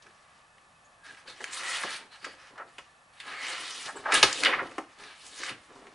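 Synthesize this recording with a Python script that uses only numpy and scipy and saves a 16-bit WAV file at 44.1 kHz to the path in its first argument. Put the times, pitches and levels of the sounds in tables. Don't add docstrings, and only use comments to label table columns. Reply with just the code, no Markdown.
import sys
import numpy as np
from scipy import signal
from scipy.fft import rfft, irfft
from scipy.io import wavfile
from scipy.ndimage import uniform_filter1d

SR = 44100
rng = np.random.default_rng(int(sys.argv[2]) if len(sys.argv) > 2 else 0)


def materialize(psi):
    bounded = np.clip(np.atleast_2d(psi).T, -1, 1)
    quanta = np.round(bounded * 32767).astype(np.int16)
    wavfile.write(sys.argv[1], SR, quanta)


N = 262130
TIME = np.arange(N) / SR
FREQ = np.maximum(np.fft.rfftfreq(N, 1 / SR), 1)


def undb(db):
    return 10 ** (np.asarray(db) / 20)


def unit(x):
    return x / np.sqrt(np.mean(x ** 2))


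def colour(x, points):
    hz, db = np.transpose(points)
    return irfft(rfft(x) * undb(np.interp(np.log(FREQ), np.log(hz), db)), N)


def around(hz, octaves):
    return hz / 2 ** (octaves / 2), hz * 2 ** (octaves / 2)


def band(x, low_hz, high_hz, order=2):
    edges = [low_hz, np.clip(high_hz, low_hz + 50, SR / 2 - 500)]
    return signal.sosfilt(signal.butter(order, edges, "band", fs=SR, output="sos"), x)


def ring(x, hz, width_hz):
    return signal.lfilter(*signal.iirpeak(hz, hz / width_hz, fs=SR), x)


def walk(per_s):
    hold = int(SR / per_s)
    steps = np.repeat(rng.standard_normal(N // hold + 1), hold)
    return unit(uniform_filter1d(steps, hold)[:N])


def slips(per_s, spread_db):
    size = undb(spread_db * np.minimum(rng.exponential(size=N), 4))
    return unit((rng.random(N) < per_s / SR) * size * rng.choice([-1, 1], N))


def stroke(start, length, attack_s=0.025, release_s=0.046):
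    swell = np.clip((TIME - start) / attack_s, 0, 1)
    return swell * np.exp(-np.maximum(TIME - start - length, 0) / release_s)


def handling():
    # time in seconds, relative levels of hiss and rustle in dB.
    curl = [(1.41, -52, -50.5), (1.505, -51, -47), (1.535, -37.5, -41), (1.58, -41.5, -41),
            (1.64, -37, -37.5), (1.77, -34.5, -36), (1.88, -41.5, -36.5), (1.965, -37, -44),
            (2.04, -70, -51)]
    draw = [(3.13, -66, -64), (3.25, -55, -47), (3.285, -50, -37.5), (3.385, -49.5, -42),
            (3.43, -40.5, -37.5), (3.62, -41, -40), (3.78, -40, -47.5), (3.865, -38, -45), (3.95, -58, -56)]
    swing = [(4.039, -66, -46), (4.104, -52.5, -38.5), (4.148, -22, -19), (4.206, -38, -32.5),
             (4.3, -37.5, -32.5), (4.4, -33.5, -47.5), (4.49, -46, -27), (4.57, -67, -42),
             (4.68, -53.5, -53)]
    nudge = [(5.15, -58.5, -68.5), (5.26, -47, -56.5), (5.325, -53, -59), (5.39, -43, -47),
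             (5.497, -40, -36), (5.559, -76, -56)]
    # start and length in seconds, relative levels of hiss and rustle in dB.
    touches = [(0, 0.4, -70, -65.5), (1.031, 0.072, -53.5, -51.5), (1.155, 0.024, -57.5, -51),
               (1.254, 0.046, -50, -48.5), (1.353, 0.15, -56, -52), (2.02, .04, -68, -58),
               (2.104, 0.051, -56.5, -52.5), (2.202, .11, -56.5, -50.5), (2.367, 0.12, -62, -53.5),
               (2.662, 0.21, -66, -63.5), (3.939, 0.063, -51, -52), (4.672, 0.13, -58, -55),
               (4.874, 0.12, -65, -59.5), (4.976, 0.15, -53, -50.5), (5.56, 0.41, -64.5, -60.5)]
    # start and length in seconds, relative level in dB.
    brushes = [(0.034, 0.028, -59.5), (1.053, 0.043, -59), (1.235, 0.076, -57), (1.41, 0.64, -60),
               (1.597, 0.026, -59), (1.748, .03, -56), (1.835, 0.029, -49), (2.22, 0.07, -52),
               (2.487, 0.18, -58), (3.24, 0.76, -57.5), (3.92, 0.23, -49.5), (4.116, 0.046, -32.5),
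               (4.262, 0.23, -47.5), (4.535, 0.11, -40), (4.687, 0.031, -48), (4.968, 0.085, -56),
               (5.218, 0.17, -62), (5.382, 0.15, -51), (5.678, 0.24, -53.5)]
    paper_power = np.zeros((2, N))
    for move in (curl, draw, swing, nudge):
        times, *levels = np.transpose(move)
        moving = (TIME >= times[0]) & (TIME < times[-1])
        paper_power += undb([np.interp(TIME, times, db) for db in levels]) ** 2 * moving
    for start, length, hiss_db, rustle_db in touches:
        paper_power += np.outer(undb([hiss_db, rustle_db]), stroke(start, length)) ** 2
    pad_power = sum((undb(db) * stroke(start, length)) ** 2 for start, length, db in brushes)
    return np.sqrt([*paper_power, pad_power])


def sliding(flicker_db=3.0):
    # frequency in Hz, gain in dB.
    hiss_tone = [(700, 2.5), (1500, -15), (2400, 1), (3200, 6), (4600, 4.5), (5800, 2.5), (7500, -1.5),
                 (9400, -0.5), (11000, -4.5)]
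    rustle_tone = [(250, -35), (550, -7), (900, -0.5), (1250, 0.5), (1700, 0), (2200, -1.5), (3000, -5),
                   (4500, -10), (9000, -39)]
    brush_tone = [(25, -4), (60, -16.5), (120, -4.5), (180, -4.5), (260, 3.5), (420, 4.5), (600, -0.5),
                  (1000, -0.5), (3000, -32.5)]
    rubbing, flexing, brushing = handling()
    grip = walk(per_s=70)
    fibres = slips(per_s=14000, spread_db=2.0)
    crinkles = undb(-6.0) * slips(per_s=220, spread_db=3.5)
    edges_hz = np.geomspace(1000, 12000, 9)
    face = np.zeros(N)
    for k, (low, high) in enumerate(zip(edges_hz, edges_hz[1:])):
        flicker = undb(flicker_db * walk(per_s=35))
        face += (-1) ** k * band(fibres + crinkles, low, high, order=3) * flicker
    hiss = unit(colour(face, hiss_tone))
    rustle = unit(colour(slips(per_s=6000, spread_db=1.5), rustle_tone))
    brush = unit(colour(slips(per_s=1200, spread_db=-3.0), brush_tone))
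    return (hiss * rubbing * undb(0.28 * grip - 1.75)
            + rustle * flexing * undb(0.46 * grip - 4.0)
            + brush * brushing * undb(2.73 * grip - 2.5))


def room_tone(level_db=-62.04):
    # frequency in Hz, gain in dB.
    noise_tone = [(15, -41), (25, -5.5), (160, -1.5), (197, -4.5), (381, -10), (651, 0), (703, 0),
                  (1230, -1.5), (1550, -6.5), (2580, -12.5), (2780, -11), (3160, -11.5), (6120, -16.5),
                  (6610, -16.5), (11000, -17.5), (14300, -64), (22000, -120)]
    # centre and width in Hz, level in dB.
    whines = [(1160, 49, -69.5), (1748, 34, -72), (2570, 25, -76)]
    # frequency in Hz, side gain in dB.
    side_tone = [(100, -29), (400, -13), (1000, -8.5), (1900, 6), (3000, -7.5), (4500, -19), (6500, -27)]
    mid, side = (unit(colour(rng.standard_normal(N), noise_tone)) * undb(level_db + 0.14 * walk(8.1))
                 for _ in range(2))
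    for hz, width, db in whines:
        mid += undb(db) * unit(ring(rng.standard_normal(N), hz, width))
    side = colour(side, side_tone)
    return np.array([mid + side, mid - side])


def pop(start, db, hz, decay_s, octaves, edge_db, rise_s=0.00044):
    out = np.zeros(N + SR)
    t = np.arange(SR // 10) / SR
    force = rng.standard_normal(len(t)) * np.exp(-t / decay_s) * (1 - np.exp(-t / rise_s))
    body = band(force, *around(hz, octaves), order=3)
    edge = undb(edge_db) * band(force, *around(1.09 * hz, octaves=3.36))
    sound = body + edge
    first = int(start * SR)
    out[first:first + len(t)] = undb(db) * sound * np.sqrt(0.01 * SR / np.sum(sound ** 2))
    return out[:N]


def snaps():
    # start in seconds, level over 10 ms in dB, centre in Hz, crackle decay in seconds.
    creases = [(0.023, -56, 4300, 0.012), (.065, -55, 1790, 0.0092), (.581, -62, 2230, 0.0034),
               (1.146, -55.5, 2300, 0.0043), (1.405, -43.5, 1160, 0.0055), (1.441, -35.5, 1740, 0.0016),
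               (1.835, -33.5, 1100, 0.0034), (2.243, -37.5, 1620, 0.01), (2.248, -43.5, 4800, 0.008),
               (2.557, -55, 990, 0.0059), (2.578, -47, 1110, 0.0087), (2.782, -42.5, 2020, 0.01),
               (3.2, -41, 2860, 0.011), (4.1205, -22, 1580, 0.0093), (4.1414, -28.5, 5600, 0.0045),
               (4.2279, -11.5, 3850, 0.0069), (4.236, -28, 2970, .0014), (4.3283, -29.5, 5530, .0015),
               (4.4359, -25, 2540, 0.00065), (4.449, -25.5, 3200, 0.0016), (4.712, -52.5, 1800, 0.0066),
               (4.7815, -41, 1900, .004), (5.037, -49, 1900, 0.0041), (5.433, -36.5, 1570, .005),
               (5.868, -54.5, 2250, .006)]
    return sum(pop(start, db, hz, decay, octaves=1.56, edge_db=-7) for start, db, hz, decay in creases)


def squeaks():
    # time of the peak in seconds, level in dB, half length in seconds, pitch in Hz.
    drags = [(0.858, -63.5, 0.0071, 6650), (1.086, -56, 0.038, 1620), (1.282, -47, 0.0054, 4450),
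             (1.71, -43, 0.044, 1910), (2.133, -54.5, 0.016, 4120), (2.264, -53, 0.035, 4660),
             (3.43, -54, 0.069, 4340), (3.457, -45.5, 0.075, 2150), (3.969, -45.5, 0.0059, 7850),
             (4.142, -17.5, 0.00083, 9680), (5.387, -48, 0.013, 6700)]
    out = np.zeros(N)
    for peak, db, half_length, hz in drags:
        width_hz = 0.13 * hz
        swell = np.exp(-0.5 * ((TIME - peak) / half_length) ** 2)
        singing = ring(ring(rng.standard_normal(N), hz, width_hz), hz, width_hz)
        out += undb(db) * swell * unit(singing)
    return out


def buckles_and_thumps():
    # time of the peak in seconds, level in dB, half length in seconds, centre in Hz.
    swells = [(1.418, -48.5, .014, 445), (2.603, -41.5, 0.016, 920), (3.279, -59.5, 0.026, 270),
              (3.89, -39, 0.011, 1010), (3.974, -44.5, 0.006, 900), (4.064, -29, 0.0056, 950),
              (4.096, -30, 0.017, 880), (4.242, -41, 0.014, 115), (4.435, -31.5, 0.0057, 1360),
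              (4.461, -19, 0.0066, 2120), (4.476, -35.5, 0.04, 460), (4.539, -26.5, 0.011, 1310),
              (4.599, -30.5, .01, 1120), (5.493, -39, 0.0093, 1900), (5.519, -52.5, 0.024, 175)]
    out = np.zeros(N)
    t = np.arange(-SR // 10, SR // 10) / SR
    for peak, db, half_length, hz in swells:
        swell = 1 / np.cosh(np.clip(t / half_length, -30, 30)) ** 1.1
        noise = band(rng.laplace(size=len(t)) * swell, *around(hz, octaves=1.62), order=3)
        first = int((peak + t[0]) * SR)
        out[first:first + len(t)] += undb(db) * noise * np.sqrt(2 * half_length * SR / np.sum(noise ** 2))
    return out


def knocks():
    # start in seconds, level over 10 ms in dB, centre in Hz.
    blows = [(1.843, -36, 415), (2.262, -42, 595), (2.784, -47.5, 614), (3.956, -40, 520), (4.23, -17, 703),
             (4.781, -29.5, 600)]
    return sum(pop(start, db, hz, decay_s=0.012, octaves=2.18, edge_db=-20.5) for start, db, hz in blows)


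def table_ring(paper):
    # centre and width in Hz, gain in dB.
    modes = [(258.5, 45, -10.5), (527.3, 38, -2.5), (738, 100, -23), (1310, 45, 0), (1687, 370, -1),
             (2060, 300, -12.5), (2340, 360, -9.5), (2980, 260, -10.5), (4555, 60, -21), (9920, 180, -20.5)]
    return sum(undb(db) * ring(paper, hz, width) for hz, width, db in modes)


def reflections(x, t60_s, early_s, early_db):
    t = np.arange(SR // 2) / SR
    tail = undb(-60 * t / t60_s) * (1 - np.exp(-t / 0.0014))
    early = np.exp(-t / early_s) * (t > 0.001)
    response = rng.standard_normal(len(t)) * np.hypot(unit(tail), undb(early_db) * unit(early))
    return signal.fftconvolve(x, response / np.sqrt(np.sum(response ** 2)))[:N]


def room(x, direct_db=-1, wet_db=-7, patterns=3, moves_per_s=3):
    # frequency in Hz, side gain in dB.
    side_tone = [(200, -52), (600, -75.5), (1200, -40.5), (1900, -14), (3000, -16.5), (4400, -10),
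                 (6000, -14.5), (8000, -20), (11000, -35)]
    mid = undb(direct_db) * x
    for k in range(patterns):
        away = np.abs((TIME * moves_per_s - k + patterns / 2) % patterns - patterns / 2)
        share = np.cos(np.pi / 2 * np.minimum(away, 1))
        mid += undb(wet_db) * reflections(x * share, t60_s=0.29, early_s=0.0077, early_db=-1.0)
    side = colour(reflections(x, t60_s=0.41, early_s=0.012, early_db=3.5), side_tone)
    return np.array([mid + side, mid - side])


def scene():
    paper = sliding() + buckles_and_thumps() + snaps() + knocks() + squeaks()
    return room(paper + table_ring(paper)) + room_tone()


def record(dry, top_hz=10750):
    low_pass = signal.ellip(10, 0.2, 70, top_hz, fs=SR, output="sos")
    return signal.sosfilt(low_pass, np.tanh(dry))


dry = scene()
out = record(dry)
materialize(out)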